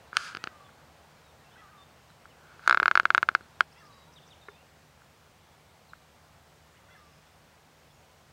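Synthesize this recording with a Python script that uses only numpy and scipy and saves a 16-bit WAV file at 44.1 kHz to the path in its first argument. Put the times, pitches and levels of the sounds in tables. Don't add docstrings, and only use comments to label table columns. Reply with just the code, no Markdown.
import sys
import numpy as np
from scipy import signal
from scipy.io import wavfile
from scipy.ndimage import uniform_filter1d

SR = 44100
rng = np.random.default_rng(int(sys.argv[2]) if len(sys.argv) > 2 else 0)


def waveform_to_disk(signal):
    frames = np.transpose(np.atleast_2d(signal))
    scaled = np.clip(frames, -1, 1) * 32767
    samples = np.round(scaled).astype(np.int16)
    wavfile.write(sys.argv[1], SR, samples)


def volts(x):
    e = np.asarray(x, float) / 20
    return 10 ** e


N = 366912


def evened(x):
    return x / np.sqrt(np.mean(x ** 2) + 1e-20)


def add(mix, start_s, sound):
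    part = mix[round(start_s * SR):][:len(sound)]
    part += sound[:len(part)]


def band(x, low_hz, high_hz):
    return signal.sosfilt(signal.butter(2, [low_hz, high_hz], "band", fs=SR, output="sos"), x)


def resonate(x, hz, width_hz):
    turn = np.exp(2j * np.pi * np.cumsum(hz * np.ones(len(x))) / SR)
    r = np.exp(-np.pi * width_hz / SR)
    return 2 * (turn * signal.lfilter([1 - r], [1, -r], x / turn)).real


def scatter(t60_s, delay_s):
    t = np.arange(SR // 4) / SR
    taps = rng.standard_normal(len(t)) * volts(-60 * t / t60_s) * (t > delay_s)
    return taps / np.linalg.norm(taps)


# [center_hz, width_hz, level_db]
ENGINES = [(76, 11, -71), (153.18, 8.7, -71)]


def hum():
    noise, t = rng.standard_normal(N), np.arange(N) / SR
    out = np.zeros(N)
    for hz, width_hz, level_db in ENGINES:
        drive = noise + 15 * np.sin(2 * np.pi * hz * t) / width_hz
        out += volts(level_db) * evened(resonate(resonate(drive, hz, width_hz), hz, width_hz))
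    return out


# [pitch_hz, density_db]
AIR_SPECTRUM = [(18, -48), (40, -21), (64, -2.5), (128, -2.5), (154, 1), (180, -10.5), (228, -7.5),
                (297, -14), (477, -9.5), (767, -9), (1650, -14.5), (5400, -23), (8500, -27.5),
                (11000, -39.5)]
# [time_s, rise_db]
SWELL = [(0, 4.5), (2.2, 1.7), (3, 4), (5, 0), (6.9, 0.5), (8.32, 0)]
AIR_DB = -58.5


def air():
    frames, hz = N // 256 + 5, np.fft.rfftfreq(1024, 1 / SR)
    real, imag, patches = rng.standard_normal((frames, 513, 3)).T
    patches = evened(uniform_filter1d(uniform_filter1d(patches, size=12, axis=0), size=20, axis=1))
    swell_db = np.interp(np.arange(frames) * 256 / SR, *np.transpose(SWELL))
    reach = np.exp(-(np.log((hz + 1) / 700) / 1.7) ** 2)
    curve_hz, curve_db = np.transpose(AIR_SPECTRUM)
    level_db = np.interp(np.log(hz + 1), np.log(curve_hz), curve_db)
    field_db = level_db[:, None] + reach[:, None] * swell_db + 0.68 * patches
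    wash = signal.istft((real + 1j * imag) * volts(field_db), nperseg=1024, noverlap=768)[1][:N]
    return volts(AIR_DB) * evened(wash)


def note(start_s, length_s, start_hz, middle_hz, end_hz, level_db, husk_hz):
    u = np.linspace(-1, 1, round(length_s * SR))
    bend_hz = (start_hz + end_hz) / 2 - middle_hz
    hz = middle_hz + u * (end_hz - start_hz) / 2 + u ** 2 * bend_hz
    if husk_hz:
        breath = rng.standard_normal(len(u))
        tone = resonate(resonate(breath, hz, husk_hz), hz, husk_hz)
    else:
        tone = np.sin(2 * np.pi * np.cumsum(hz) / SR)
    return start_s, volts(level_db) * evened(tone) * signal.windows.tukey(len(u), .4)


# [start_s, length_s, ends_hz, level_db]
PIPES = [(1.44, .045, 2790, -68), (1.515, .044, 3150, -69), (1.766, .088, 3730, -66.5),
         (4.483, 0.087, 3710, -69)]
# [start_s, length_s, pitch_hz, level_db]
THREADS = [(1.77, .06, 2300, -75), (1.869, .07, 3600, -76), (3.422, 0.021, 4240, -67),
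           (3.89, .1, 3890, -69.5), (3.98, 0.073, 3865, -68), (4.07, .03, 3870, -73),
           (7.265, .014, 3470, -70), (7.96, .02, 2760, -73)]
# [start_s, length_s, start_hz, end_hz, level_db]
SLIDES = [(.07, .06, 3760, 4200, -75), (.643, .041, 3520, 3340, -67), (1.15, .053, 4240, 3950, -77),
          (1.232, 0.0839, 3930, 3600, -73), (1.403, 0.038, 1770, 1970, -67), (1.507, .035, 3160, 3740, -68),
          (2.085, .031, 4200, 3900, -72.5), (4.409, 0.0362, 3790, 3550, -62.5),
          (4.522, .11, 2370, 2922, -68), (5.885, 0.03104, 4450, 3737, -65),
          (7.901, 0.01917, 3510, 3350, -69.5), (6.74, .04, 1400, 2280, -67.5),
          (7.25, .018, 2800, 3490, -73)]
# [start_s, length_s, start_hz, end_hz, level_db]
DIVES = [
    (2.295, .037, 3050, 2450, -67.5),
    (4.156, 0.039, 3874, 2550, -57.5),
    (4.302, .04, 3850, 2490, -59),
]
PIPE_DIP = .042
DIVE_LAG = 0.215


def whistles():
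    rows = [(s, d, hz, hz * (1 - PIPE_DIP), hz, db) for s, d, hz, db in PIPES]
    rows += [(s, d, hz, hz, hz, db) for s, d, hz, db in THREADS]
    rows += [(s, d, a, (a + b) / 2, b, db) for s, d, a, b, db in SLIDES]
    rows += [(s, d, a, (a + b) / 2 + DIVE_LAG * (a - b), b, db) for s, d, a, b, db in DIVES]
    return rows


# [start_s, length_s, middle_hz, level_db]
TWITTER = [(3.712, .03, 5200, -67), (3.775, .035, 5400, -68), (3.8, .02, 4700, -71),
           (3.848, .025, 5400, -66), (3.865, .025, 4740, -69), (3.92, 0.038, 4800, -68),
           (4.36, 0.02788, 3450, -72), (6.755, 0.025, 2760, -68)]
# [start_s, up_s, down_s, level_db]
FLICKS = [
    (4.124, .01, 0.013, -63),
    (4.264, 0.011, 0.019456, -63),
]
# [start_s, length_s, middle_hz, level_db]
PEEPS = [(3.535, .027, 3790, -72), (3.968, .04, 4700, -72), (4.214, 0.03288, 3520, -66),
         (4.465, .02, 3906, -67), (6.73, 0.01953, 7180, -78), (6.88, .06, 5700, -78),
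         (6.97, .044, 5330, -75), (7.02, .03, 5220, -75), (7.065, .02, 5360, -75), (7.111, .035, 5180, -73),
         (7.153, 0.03833, 5050, -75), (7.249, .031, 5330, -77), (7.911, 0.10905, 6768, -77)]
CLIMB_PER_S = 9
FLICK_LOW_HZ, FLICK_TOP_HZ, UPSTROKE_DB = 4500, 6600, -5
SINK_HZ = 220


def chirps():
    low, top = FLICK_LOW_HZ, FLICK_TOP_HZ
    rows = []
    for s, d, hz, db in TWITTER:
        climb = CLIMB_PER_S * d / 2
        rows.append((s, d, hz * (1 - climb), hz, hz * (1 + climb), db))
    rows += [(s, up, low, (low + top) / 2, top, db + UPSTROKE_DB) for s, up, down, db in FLICKS]
    rows += [(s + up, down, top, low + 0.3445 * (top - low), low, db) for s, up, down, db in FLICKS]
    rows += [(s, d, hz + SINK_HZ / 2, hz, hz - SINK_HZ / 2, db) for s, d, hz, db in PEEPS]
    return rows


def caw(hz, level_db, throat_hz, width_hz):
    waver = 1 + 0.013353 * evened(uniform_filter1d(rng.standard_normal(len(hz)), size=400))
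    turns = np.cumsum(hz * waver) / SR
    k = np.arange(1, 9)[:, None]
    weight = 1 / (1 + ((k * hz - throat_hz) / (0.7278 * width_hz + 60)) ** 4)
    beak = .5 / (1 + ((k * hz - 3450) / 250) ** 4)
    weight = weight + beak * (width_hz > 700)
    voice = (weight * np.sin(2 * np.pi * k * turns)).sum(0) / np.sqrt((weight ** 2).sum(0) / 2)
    return volts(level_db) * voice * signal.windows.tukey(len(hz), .15)


# [start_s, length_s, pitch_hz, level_db, throat_hz]
CAW_HEADS = [
    (0.389, 0.058, 653, -59, 1950),
    (1.573, .036, 691, -58.5, 1850),
    (3.758, 0.048, 707, -62, 2250),
    (4.069, 0.058, 490, -63, 1060),
    (6.9, 0.046, 709, -60.5, 1950),
]
SCOOP, SCOOP_S = 0.093, 0.01739
DROOP, DROOP_S = .05, .01
HEAD_WIDTH = .42


def caw_head(start_s, length_s, hz, level_db, throat_hz):
    t = np.arange(0, length_s, 1 / SR)
    arch = 1 - SCOOP * np.exp(-t / SCOOP_S) - DROOP * np.exp((t - length_s) / DROOP_S)
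    return start_s, caw(hz * arch, level_db, throat_hz, HEAD_WIDTH * throat_hz)


# [start_s, length_s, first_hz, last_hz, level_db]
CAW_LINKS = [(.447, .09, 388, 380, -63), (1.557, 0.017, 463, 542, -56.5), (1.606, .016, 470, 410, -61),
             (1.681, .026, 370, 387, -61.5), (3.806, .022, 467, 410, -60), (6.885, .02, 446, 540, -61),
             (6.948, 0.023, 450, 403, -58)]
LINK_THROAT_HZ, LINK_WIDTH_HZ = 1610, 280


def caw_link(start_s, length_s, first_hz, last_hz, level_db):
    hz = np.linspace(first_hz, last_hz, round(length_s * SR))
    return start_s, caw(hz, level_db, LINK_THROAT_HZ, LINK_WIDTH_HZ)


# [start_s, length_s, last_hz, first_db, last_db]
CAW_TAILS = [
    (0.494, .215, 367.6, -60, -62),
    (1.616, 0.065, 386, -55, -60),
    (1.705, 0.13, 374, -61.5, -61),
    (3.819, .215, 350, -58, -68),
    (6.963, .25, 366, -60, -79),
]
TAIL_HZ, BREAK_HZ, SETTLE_S = 410, 40.2, 0.0145
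OPEN_HZ, TAIL_WIDTH_HZ, OPEN_WIDTH_HZ = 100, 240, 100


def caw_tail(start_s, length_s, last_hz, first_db, last_db):
    t = np.arange(0, length_s, 1 / SR)
    unsettled = np.exp(-t / SETTLE_S)
    hz = TAIL_HZ + BREAK_HZ * unsettled + (last_hz - TAIL_HZ) * t / length_s
    level_db = first_db + (last_db - first_db) * t / length_s
    throat_hz = 3 * hz + OPEN_HZ * unsettled
    return start_s, caw(hz, level_db, throat_hz, TAIL_WIDTH_HZ + OPEN_WIDTH_HZ * unsettled)


def birds():
    out = np.zeros(N)
    for syllable, rows in [(caw_head, CAW_HEADS), (caw_link, CAW_LINKS), (caw_tail, CAW_TAILS)]:
        for row in rows:
            add(out, *syllable(*row))
    for rows, husk_hz in [(whistles(), 0), (chirps(), 190)]:
        for row in rows:
            add(out, *note(*row, husk_hz=husk_hz))
    return out + volts(-6.5) * signal.fftconvolve(out, scatter(.45, .01))[:N]


def ring(modes, wander=np.zeros(20)):
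    t = np.arange(2000) / SR
    out = np.zeros(len(t))
    for (hz, size, t60_s), shift in zip(modes, wander):
        moved_hz = hz * (1 + shift * (hz > 2600))
        out += size * np.sin(2 * np.pi * moved_hz * t) * volts(-60 * t / t60_s)
    return out


QUIET_DB = -18.5


def stroke(start_s, attack_s, hold_s, release_s, level_db):
    corners_s = np.cumsum([0, attack_s, hold_s, release_s])
    t = np.arange(0, corners_s[-1], 1 / SR)
    return start_s, level_db + np.interp(t, corners_s, [QUIET_DB, 0, 0, QUIET_DB])


# [pitch_hz, signed_size, t60_s]
JOINT = [(650, -1.54, .0011), (1334, .06, .042), (1379, 3.5, .0048), (1467, -.69, .0145),
         (1594, -1.9, .0082), (2104, -.33, .0075), (2307, -.39, .0044), (3661, .17, .0086),
         (4052, -1.07, .0031), (4224, 1.53, .0015), (6768, -.11, .006), (7810, .02, .0085),
         (365, .015, .06), (673, .02, .04), (2164, .025, .04), (3420, .012, .03)]
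GRIP = [(783, -1.25, 0.0031), (1180, 3.5, 0.0011), (1283, -3.5, 0.0047), (1408, 4, 0.00094),
        (1460, 2.5, 0.0052), (1809, -0.57, 0.01), (3142, -0.83, 0.0033), (3870, 0.01, 0.0076),
        (4856, -3.5, 0.0013), (5150, 1.5, 0.0027), (6430, 0.35, 0.0031), (8160, 0, 0.001)]
# [start_s, attack_s, hold_s, release_s, level_db]
RUBS = [
    (.14, 0.059, .08, 0.081, -44),
    (2.48, 0.17, 0.016, .12, -62),
]
# [start_s, attack_s, hold_s, release_s, level_db]
GRINDS = [
    (.12, 0.041, 0.036, 0.13, -42.5),
    (.2, 0.054, 0.074, .04, -48),
    (.33, .03, 0.13, .05, -61.5),
    (2.33, 0.2, 0.019, .04, -56),
    (2.57, 0.072, 0.038, 0.24, -51.5),
    (2.95, 0.35, .15, .13, -63.5),
]


def friction():
    out = np.zeros(N)
    for strokes, modes, hiss_db in [(RUBS, GRIP, -9), (GRINDS, JOINT, -60)]:
        for row in strokes:
            start_s, level_db = stroke(*row)
            count = len(level_db)
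            grains = rng.standard_normal(count) * volts(2.8 * np.minimum(rng.exponential(1, count), 5))
            rung = evened(np.convolve(grains, ring(modes))[:count])
            hiss = band(grains, 3600, 7013.2) + 0.55 * band(grains[::-1], 6000, 9800)
            hiss = hiss + .07 * band(grains, 10000, 15500)
            add(out, start_s, volts(level_db) * (rung + volts(hiss_db) * evened(hiss)))
    return out


# [start_s, level_db, fall_above_lowest_mode_db, ring_time_share_under_hand]
KNOCKS = [
    (2.8215, -21.5, -2, 0.27),
    (4.484, -36.5, 1.5, 0.94),
]
# [pitch_hz, level_db, t60_s]
HOUSING = [(410, -4.5, 0.09), (800, -26, 0.0127), (1155, -0.5, 0.0253), (1400, 1.5, 0.027),
           (1750, 1, 0.024), (2137.8, -2.5, 0.02), (2800, -14, 0.0113)]


def knocks(out):
    t = np.arange(2000) / SR
    build_up = 1 - np.exp(-(t / 0.00069) ** 2)
    for start_s, level_db, dull_db, free in KNOCKS:
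        modes = [(hz, -volts(db + dull_db * (hz > 500)), t60_s * free) for hz, db, t60_s in HOUSING]
        add(out, start_s, volts(level_db) * ring(modes) * build_up)


# [start_s, peak_db, extra_grit_db]
CREAK = [(2.6764, -5, 9), (2.6956, -6, 6.5), (2.7098, -6, -2), (2.7264, -7.5, 3), (2.7458, -8.5, 3),
         (2.7732, -9, 3), (2.8001, -9, 3), (2.8296, -9.5, 3), (2.8576, -6.5, -1), (2.88, -6.5, -1),
         (2.9126, -8.5, 3.5), (2.9542, -5.5, -3.5), (2.9745, -5, -4.5), (2.9981, -6.5, -2),
         (3.0542, -6, -5), (3.104, -7, -4), (3.1479, -5, -1.5), (3.179, -6.5, -3), (3.229, -9, 0.5),
         (3.2884, -7.5, 0), (3.3502, -6, -6), (3.607, -4.5, 0.5)]
USUAL_DB = -7
SLIP_MS, QUICKER_MS_PER_DB = .04, 0.0036
THUMP_DB, THINNER_DB_PER_DB = -28.5, 3.0
GRIP_SHARE, LOOSEN_S = .3, 0.1


def creak():
    start_s, peak_db, grit_db = np.transpose(CREAK)
    harder_db = peak_db - USUAL_DB
    slip_ms = SLIP_MS - QUICKER_MS_PER_DB * harder_db
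    grip_share = GRIP_SHARE * np.exp(-(start_s - start_s[0]) / LOOSEN_S)
    thump_db = THUMP_DB - THINNER_DB_PER_DB * harder_db
    return list(zip(start_s, peak_db, slip_ms, grip_share, thump_db, grit_db))


def grit_spray(grit):
    out = volts(-21) * band(grit, 10030, 15000) + volts(-5) * band(grit, 7600, 9800)
    for level_db, low_hz, high_hz in [(3.5, 6100, 7300), (12.5, 2700, 3700), (8, 4400, 5700)]:
        out = out + volts(level_db) * band(band(grit, low_hz, high_hz), low_hz, high_hz)
    return out


# [start_s, peak_db, slip_ms, grip_share_0_1, thump_db]
TICKS = [(.13, -27, .071, .31, -16), (.152, -40, .0055, 1, -22), (0.1689, -3.5, 0.0083, 0.82, -29.5),
         (.3496, -22.5, .029, 1, -12.5), (.3639, -34, .05, .49, -24), (0.3702, -23, .022, 0.9, -12),
         (0.4401, -17, .017, 0.65, -14.5), (0.4728, -22, .054, .76, -10), (0.692, -45.5, .05, 0, -21.5),
         (2.102, -47.5, .03, 0.34, -17), (2.2554, -38, .1, .17, -25), (2.594, -39.5, .05, 0.3, -23),
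         (2.662, -33, .04, 0.4, -14.5), (3.032, -37.5, .02, 0.44, 0), (3.315, -41, .043, .05, -0.5),
         (3.4087, -38.5, .049, .34, -3), (5.019, -49, .063, 0.3, -12), (5.934, -33, .091, 0.18, -32)]
SNAP_HZ, SNAP_T60_S, SNAP_DB = 9090, .0012, 5.5
DEAD_HZ, DEAD_WIDTH_HZ, DEAD_WANDER = 3950, 290, .05
LEAD = 10


def slips():
    out, t = np.zeros(N), np.arange(2000) / SR
    thump = -np.sin(2 * np.pi * 360 * t) * volts(-60 * t / 0.013)
    thump = thump - .5 * np.sin(2 * np.pi * 190 * t) * volts(-60 * t / 0.016)
    chance = rng.standard_normal((len(TICKS + CREAK), 220))
    push_ms = np.arange(-30, 31) / SR * 1000
    for (start_s, peak_db, slip_ms, share, thump_db, *extra_db), draw in zip(TICKS + creak(), chance):
        push = np.exp(-.5 * (push_ms / max(slip_ms, .003)) ** 2)
        detune = .03 * draw[200] + .012 * draw[200:]
        share = np.clip(share, 0, 1)
        body = share * ring(GRIP, detune) + (1 - share) * ring(JOINT, detune)
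        slip = np.convolve(body, push)[30 - LEAD:][:len(t)]
        slip = slip / abs(slip).max() + volts(thump_db) * thump
        grit_db = sum(extra_db) - 11.5 - 400 * slip_ms - 60 * t[:200] / .006
        snap_db = grit_db[0] + SNAP_DB - 280 * slip_ms
        add(slip, LEAD / SR, volts(snap_db) * ring([(SNAP_HZ, 1, SNAP_T60_S)], detune))
        add(slip, LEAD / SR, grit_spray(draw[:200] * volts(grit_db)))
        dead_hz = DEAD_HZ * (1 + DEAD_WANDER * draw[-2])
        slip = signal.lfilter(*signal.iirnotch(dead_hz, DEAD_HZ / DEAD_WIDTH_HZ, SR), slip)
        add(out, start_s - LEAD / SR, volts(peak_db) * slip)
    knocks(out)
    flattened = out - 0.46 * band(out, 1100, 1750)
    return out + volts(-25.0) * signal.fftconvolve(flattened, scatter(0.075, 0.0027))[:N]


SHADOW_HZ, SHADOW_WIDTH_HZ = 7430, 500


def mount():
    shaded = signal.lfilter(*signal.iirnotch(SHADOW_HZ, SHADOW_HZ / SHADOW_WIDTH_HZ, SR), slips())
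    return band(shaded + friction(), 110, 15000)


def scene():
    return (air() + hum() + birds() + mount())[None]


def low_pass(x):
    return signal.sosfilt(signal.butter(12, 16520, fs=SR, output="sos"), x)


HISS_DB = -72


def record(dry):
    hissing = dry + volts(HISS_DB) * rng.standard_normal(dry.shape)
    thinned = signal.sosfilt(signal.butter(2, 42, "high", fs=SR, output="sos"), hissing)
    edge = signal.firwin(301, 15880, window=("kaiser", 2), fs=SR)
    return low_pass(signal.oaconvolve(thinned, edge[None], "same"))


dry = scene()
out = record(dry)
waveform_to_disk(out)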